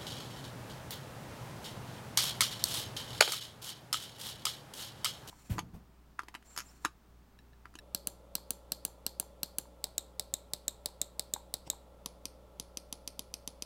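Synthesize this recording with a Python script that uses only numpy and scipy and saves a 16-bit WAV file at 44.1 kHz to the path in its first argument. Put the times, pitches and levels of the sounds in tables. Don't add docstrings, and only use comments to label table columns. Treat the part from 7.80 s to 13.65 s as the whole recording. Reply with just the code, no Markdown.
import sys
import numpy as np
from scipy import signal
from scipy.fft import rfft, irfft
from scipy.io import wavfile
from scipy.ndimage import uniform_filter1d

SR = 44100
rng = np.random.default_rng(int(sys.argv[2]) if len(sys.argv) > 2 else 0)


def store_wav(level_fs):
    pcm = np.round(np.clip(np.atleast_2d(level_fs), -1, 1) * 32767)
    wavfile.write(sys.argv[1], SR, pcm.T.astype(np.int16))


N = 257984

# frequency_hz, density_db
FAN_SPECTRUM = [(20, -89), (70, -91.5), (200, -93), (400, -94), (580, -88), (730, -95.5), (1050, -97.5),
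                (1230, -102), (1380, -101), (1480, -109), (2600, -112), (3400, -112), (6000, -117),
                (16000, -119.5)]
# pitch_hz, rms_level_db, line_width_hz
HUM_TONES = [(59.9, -60, .08), (118.4, -75.5, .5), (181, -71, 0.33), (239, -87.5, 0.78), (298.3, -78.5, .5),
             (428.3, -75.5, 3), (521, -73, 1.93), (557.7, -69, 1.53), (600, -73, 1.18), (851, -76.5, 1.2),
             (1348, -80.5, 16), (3510, -87, 77)]
# delay_s, level_re_tail_db
EARLY_ECHOES = [(.0024, 8), (.0045, 14.5), (.0099, 11), (.0129, 1), (.0143, 6), (.0194, -9.5), (.0278, 2.5),
                (.0292, -1)]
# frequency_hz, t60_s
ROOM_DECAY = [(150, 0.16), (550, 0.33), (1500, .28), (4000, 0.31), (8000, 0.3), (15000, 0.26)]
# start_s, level_db, pitch_ratio
FINGER_KNOCKS = [(.582, -49, 1.06), (1.081, -53, 0.95), (1.427, -49.5, 1), (1.855, -52.5, 1),
                 (2.068, -52, 0.96), (3.088, -51.5, 0.98), (3.562, -36.5, 0.985), (3.876, -48, 0.97),
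                 (3.933, -45.5, 1), (4.261, -46, 1.15)]
# pitch_hz, t60_s, relative_level_db
SHELL_MODES = [(835, 0.022, 3.5), (992, 0.016, 3.5), (1623, .016, -11), (2250, .01, -15)]
# frequency_hz, relative_density_db
FRICTION_SPECTRUM = [(60, -5), (150, 25.5), (350, 10.5), (1500, -6), (3000, 4), (4200, -4), (5400, 6),
                     (6600, -8), (7800, 1), (11000, -14), (16000, -19)]
# press_s, release_s
LEFT_STROKES = [(0.1477, 0.2717), (0.5532, 0.7061), (0.9199, 1.0508), (1.2648, 1.3988), (1.6318, 1.7846)]
RIGHT_STROKES = [(2.0414, 2.1804), (2.3961, 2.539), (2.7353, 2.8809), (3.0589, 3.2155), (3.3951, 3.5374),
                 (3.74, 3.9009)]
WHEEL_STROKES = [(4.2598, 4.4548), (4.7983, 4.9719), (5.1266, 5.2762), (5.3932, 5.5399), (5.6759, 5.8227)]
# pitch_hz, t60_s, press_db, release_db
LEFT_BUTTON_MODES = [(176, 0.021, -36.5, -40), (813, 0.0046, -28.0, -30.5), (880, 0.022, -39.5, -40.5),
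                     (1325, 0.048, -53.5, -54.1), (1640, 0.047, -50, -51), (2440, 0.0041, -35.5, -35.5),
                     (2886, 0.015, -35.5, -37.9), (3200, 0.014, -41.5, -41.5), (4124, 0.016, -27, -38.3),
                     (4424, 0.017, -29.5, -35.5), (4720, 0.0055, -25.5, -28.5), (5540, 0.01, -27.5, -44),
                     (6100, 0.011, -32, -31.5), (6960, 0.012, -44, -31.5), (7310, 0.012, -35, -34.5),
                     (7950, 0.011, -22.5, -27.5), (8560, 0.0039, -24, -18.5), (9300, 0.0064, -29, -29),
                     (9604, 0.0095, -49, -36), (10394, 0.0079, -27, -21), (11400, 0.0063, -28, -25),
                     (11870, 0.0057, -24, -27.5), (12596, 0.0073, -21, -37), (13112, 0.016, -40, -37.8),
                     (13600, 0.0088, -33, -29), (14000, 0.0052, -24.5, -27), (15000, 0.0094, -37, -26),
                     (15234, 0.0072, -27.5, -22)]
RIGHT_BUTTON_MODES = [(140, 0.026, -42, -43.5), (562, 0.02, -33.5, -36.5), (708, 0.006, -27, -56),
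                      (947, 0.0045, -31, -47.5), (1726, 0.024, -50.5, -47), (2115, 0.0043, -34.5, -36.5),
                      (3410, 0.0026, -26.5, -27.5), (3674, 0.015, -29.5, -25.5), (3763, 0.0079, -24, -20.5),
                      (3963, 0.0056, -18.5, -20.5), (4596, 0.0067, -22.5, -32), (5215, 0.014, -30, -34),
                      (5790, 0.015, -37.5, -39), (6510, 0.0073, -32.5, -25.5), (7180, 0.01, -35.5, -23),
                      (7390, 0.013, -36, -27.5), (7720, 0.0049, -19, -12.5), (8320, 0.003, -23, -16.5),
                      (8940, 0.012, -36.5, -33), (9750, 0.0047, -25, -32.5), (10400, 0.0092, -31, -38.5),
                      (10890, 0.0064, -28, -38.5), (12070, 0.0043, -37.5, -24), (12467, 0.0088, -33, -28),
                      (12700, 0.0076, -30.5, -29), (14130, 0.0096, -36.5, -32), (14260, 0.0145, -44, -35.5),
                      (15460, 0.003, -21, -30)]
WHEEL_BUTTON_MODES = [(159, 0.033, -42, -48), (338, 0.007, -35, -30.5), (480, 0.0077, -53, -35.5),
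                      (990, 0.016, -44, -48.5), (1270, 0.022, -61, -56), (2210, 0.014, -55, -49.5),
                      (2518, 0.028, -50.5, -44), (3200, 0.0054, -30, -33), (3760, 0.016, -38.5, -43),
                      (4160, 0.0086, -36.5, -37.0), (4795, 0.011, -32.5, -29.5), (5360, 0.019, -46, -40.2),
                      (5610, 0.0095, -44, -37.5), (6055, 0.011, -30, -28.5), (6950, 0.0051, -34, -34.5),
                      (7450, 0.0102, -34, -38), (8000, 0.0114, -40.5, -43.5), (8530, 0.012, -46, -39),
                      (9750, 0.0036, -27, -30.5), (10080, 0.011, -30.5, -35.5), (10460, 0.012, -42, -37.5),
                      (11150, 0.0037, -29.5, -31.9), (11940, 0.0031, -26, -27.5),
                      (12070, 0.011, -39.0, -37.3), (13147, 0.0065, -51.6, -59), (14008, 0.0068, -44, -56),
                      (14659, 0.0047, -41.5, -46), (15585, 0.0119, -56, -52)]
# frequency_hz, press_db, release_db
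LEFT_RADIATION = [(200, -5.5, -4), (537, -15.5, -11), (1880, -27, -29), (2800, -24, -23.5),
                  (4280, -10.5, -17.5), (5460, -17.5, -26), (5960, -16.5, -14.5), (6560, -22, -22),
                  (7400, -15.5, -11), (7680, -17.5, -20.2), (11100, -26, -21), (11650, -18.5, -15.5),
                  (12250, -16.5, -22.5), (15260, -28.5, -24)]
RIGHT_RADIATION = [(199.4, -16, -10.5), (550, -8, -11), (1590, -28, -28), (3180, -23, -22),
                   (3840, -10.5, -6), (4620, -15.5, -21.8), (6440, -22, -20.5), (7080, -22.5, -12),
                   (8090, -14.5, -10.5), (8900, -24.5, -23.4), (10600, -22, -27), (12400, -26.5, -20.5),
                   (14400, -21.5, -23.5), (15550, -33, -37)]
WHEEL_RADIATION = [(200, -5.5, -13), (750, -17.5, -26), (1690, -37, -33), (2160, -26, -25.5),
                   (2950, -24.3, -22.5), (3530, -21.5, -27.5), (4300, -21, -20), (5900, -18.5, -15.5),
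                   (7150, -27, -33), (9250, -30.5, -19.5), (9650, -18, -29), (12100, -33.3, -24),
                   (12700, -36, -41.0), (15550, -42.9, -49)]

PULSE_SAMPLES = 256


def from_db(db):
    return 10 ** (np.asarray(db) / 20)


def at_hz(table, hz, column=1):
    table = np.array(table)
    return np.interp(np.log(np.maximum(hz, 1)), np.log(table[:, 0]), table[:, column])


def coloured_noise(spectrum):
    white = rfft(rng.standard_normal(N)) * np.sqrt(SR / 2)
    hz = np.linspace(0, SR / 2, len(white))
    return irfft(white * from_db(at_hz(spectrum, hz)), N)


def add(track, start_s, sound):
    remainder = track[round(start_s * SR):][:len(sound)]
    remainder += sound[:len(remainder)]


def computer():
    t = np.arange(N) / SR
    out = coloured_noise(FAN_SPECTRUM)
    for hz, level_db, width_hz in HUM_TONES:
        wander = np.cumsum(rng.standard_normal(N)) * np.sqrt(2 * np.pi * width_hz / SR)
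        phase = 2 * np.pi * (hz * t + rng.random()) + wander
        out += np.sqrt(2) * from_db(level_db) * np.sin(phase)
    return out


def room(sound, first_wall_s, echo_smear_s):
    t = np.arange(SR // 2) / SR
    echo_power = sum(from_db(level_db) ** 2 * (t >= delay_s) * np.exp(-abs(t - delay_s) / echo_smear_s)
                     for delay_s, level_db in EARLY_ECHOES)
    build_up = np.clip(2 * t / first_wall_s - 1, 0, 1)
    white = rfft(rng.standard_normal(len(t)))
    hz = np.linspace(0, SR / 2, len(white))
    edges_hz = np.r_[0, np.geomspace(200, SR / 2, 12)]
    response = np.zeros(len(t))
    for low, high in zip(edges_hz, edges_hz[1:]):
        band = irfft(white * (hz >= low) * (hz < high), len(t))
        tail = build_up * from_db(-60 * t / at_hz(ROOM_DECAY, (low + high) / 2))
        response += band * np.sqrt(tail ** 2 + echo_power)
    transfer = rfft(response, SR)
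    transfer /= np.sqrt(uniform_filter1d(abs(transfer) ** 2, size=100))
    return signal.fftconvolve(sound, irfft(transfer)[:len(t)])[:N]


def strike(hz, t60_s, level_db, detune, scatter_db=1):
    t = np.arange(SR // 20) / SR
    level_draw, pitch_draw = rng.standard_normal((len(hz), 2)).T
    polarity = (-1) ** np.arange(len(hz))
    amplitude = polarity * from_db(level_db + scatter_db * level_draw)
    pitch_hz = hz * (1 + detune * pitch_draw)
    decay = np.exp(-np.log(1000) * t / t60_s[:, None])
    return amplitude @ (decay * np.sin(2 * np.pi * pitch_hz[:, None] * t))


def skin_slide(let_go_s, peak_db, swell_db_per_s, fade_db_per_s):
    t = np.arange(N) / SR - let_go_s
    envelope = from_db(peak_db + np.minimum(swell_db_per_s * t, -fade_db_per_s * t))
    friction = coloured_noise(FRICTION_SPECTRUM)
    return envelope * friction / friction.std()


def fingertip(room_db):
    hz, t60_s, mode_db = np.transpose(SHELL_MODES)
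    direct = np.zeros(N)
    for start_s, level_db, pitch_ratio in FINGER_KNOCKS:
        add(direct, start_s, strike(hz * pitch_ratio, t60_s, mode_db + level_db, detune=.01))
    direct += skin_slide(let_go_s=3.876, peak_db=-46.5, swell_db_per_s=1100, fade_db_per_s=2600)
    return np.array([direct, from_db(room_db) * direct])


def radiated_pulse(radiation, column):
    hz = np.linspace(0, SR / 2, PULSE_SAMPLES // 2 + 1)
    pulse = irfft(from_db(at_hz(radiation, hz, column)))
    return np.roll(pulse, PULSE_SAMPLES // 2) * signal.windows.tukey(PULSE_SAMPLES)


def button(strokes, modes, radiation, press_gain_db, release_gain_db, room_db):
    hz, t60_s, press_db, release_db = np.transpose(modes)
    direct, radiated = np.zeros((2, N))
    for press_s, release_s in strokes:
        press = press_s, press_db + press_gain_db, radiated_pulse(radiation, column=1)
        release = release_s, release_db + release_gain_db, radiated_pulse(radiation, column=2)
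        for start_s, mode_db, pulse in (press, release):
            add(direct, start_s, strike(hz, t60_s, mode_db, detune=.004))
            add(radiated, start_s - PULSE_SAMPLES / 2 / SR, from_db(room_db) * pulse)
    return np.array([direct, radiated])


def scene():
    left = button(LEFT_STROKES, LEFT_BUTTON_MODES, LEFT_RADIATION,
                  press_gain_db=-.4, release_gain_db=0, room_db=1.5)
    right = button(RIGHT_STROKES, RIGHT_BUTTON_MODES, RIGHT_RADIATION,
                   press_gain_db=-.1, release_gain_db=.3, room_db=.73)
    wheel = button(WHEEL_STROKES, WHEEL_BUTTON_MODES, WHEEL_RADIATION,
                   press_gain_db=-.33, release_gain_db=-.36, room_db=1.4)
    direct, radiated = left + right + wheel + fingertip(room_db=-11)
    radiated = signal.sosfilt(signal.butter(2, 190, "high", fs=SR, output="sos"), radiated)
    reverberant = room(radiated, first_wall_s=.005, echo_smear_s=.00078)
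    return (direct + reverberant + computer())[None]


def record(dry):
    low_pass = signal.firwin(161, 16000, fs=SR)
    return signal.fftconvolve(dry, low_pass[None], mode="same")


dry = scene()
out = record(dry)
store_wav(out)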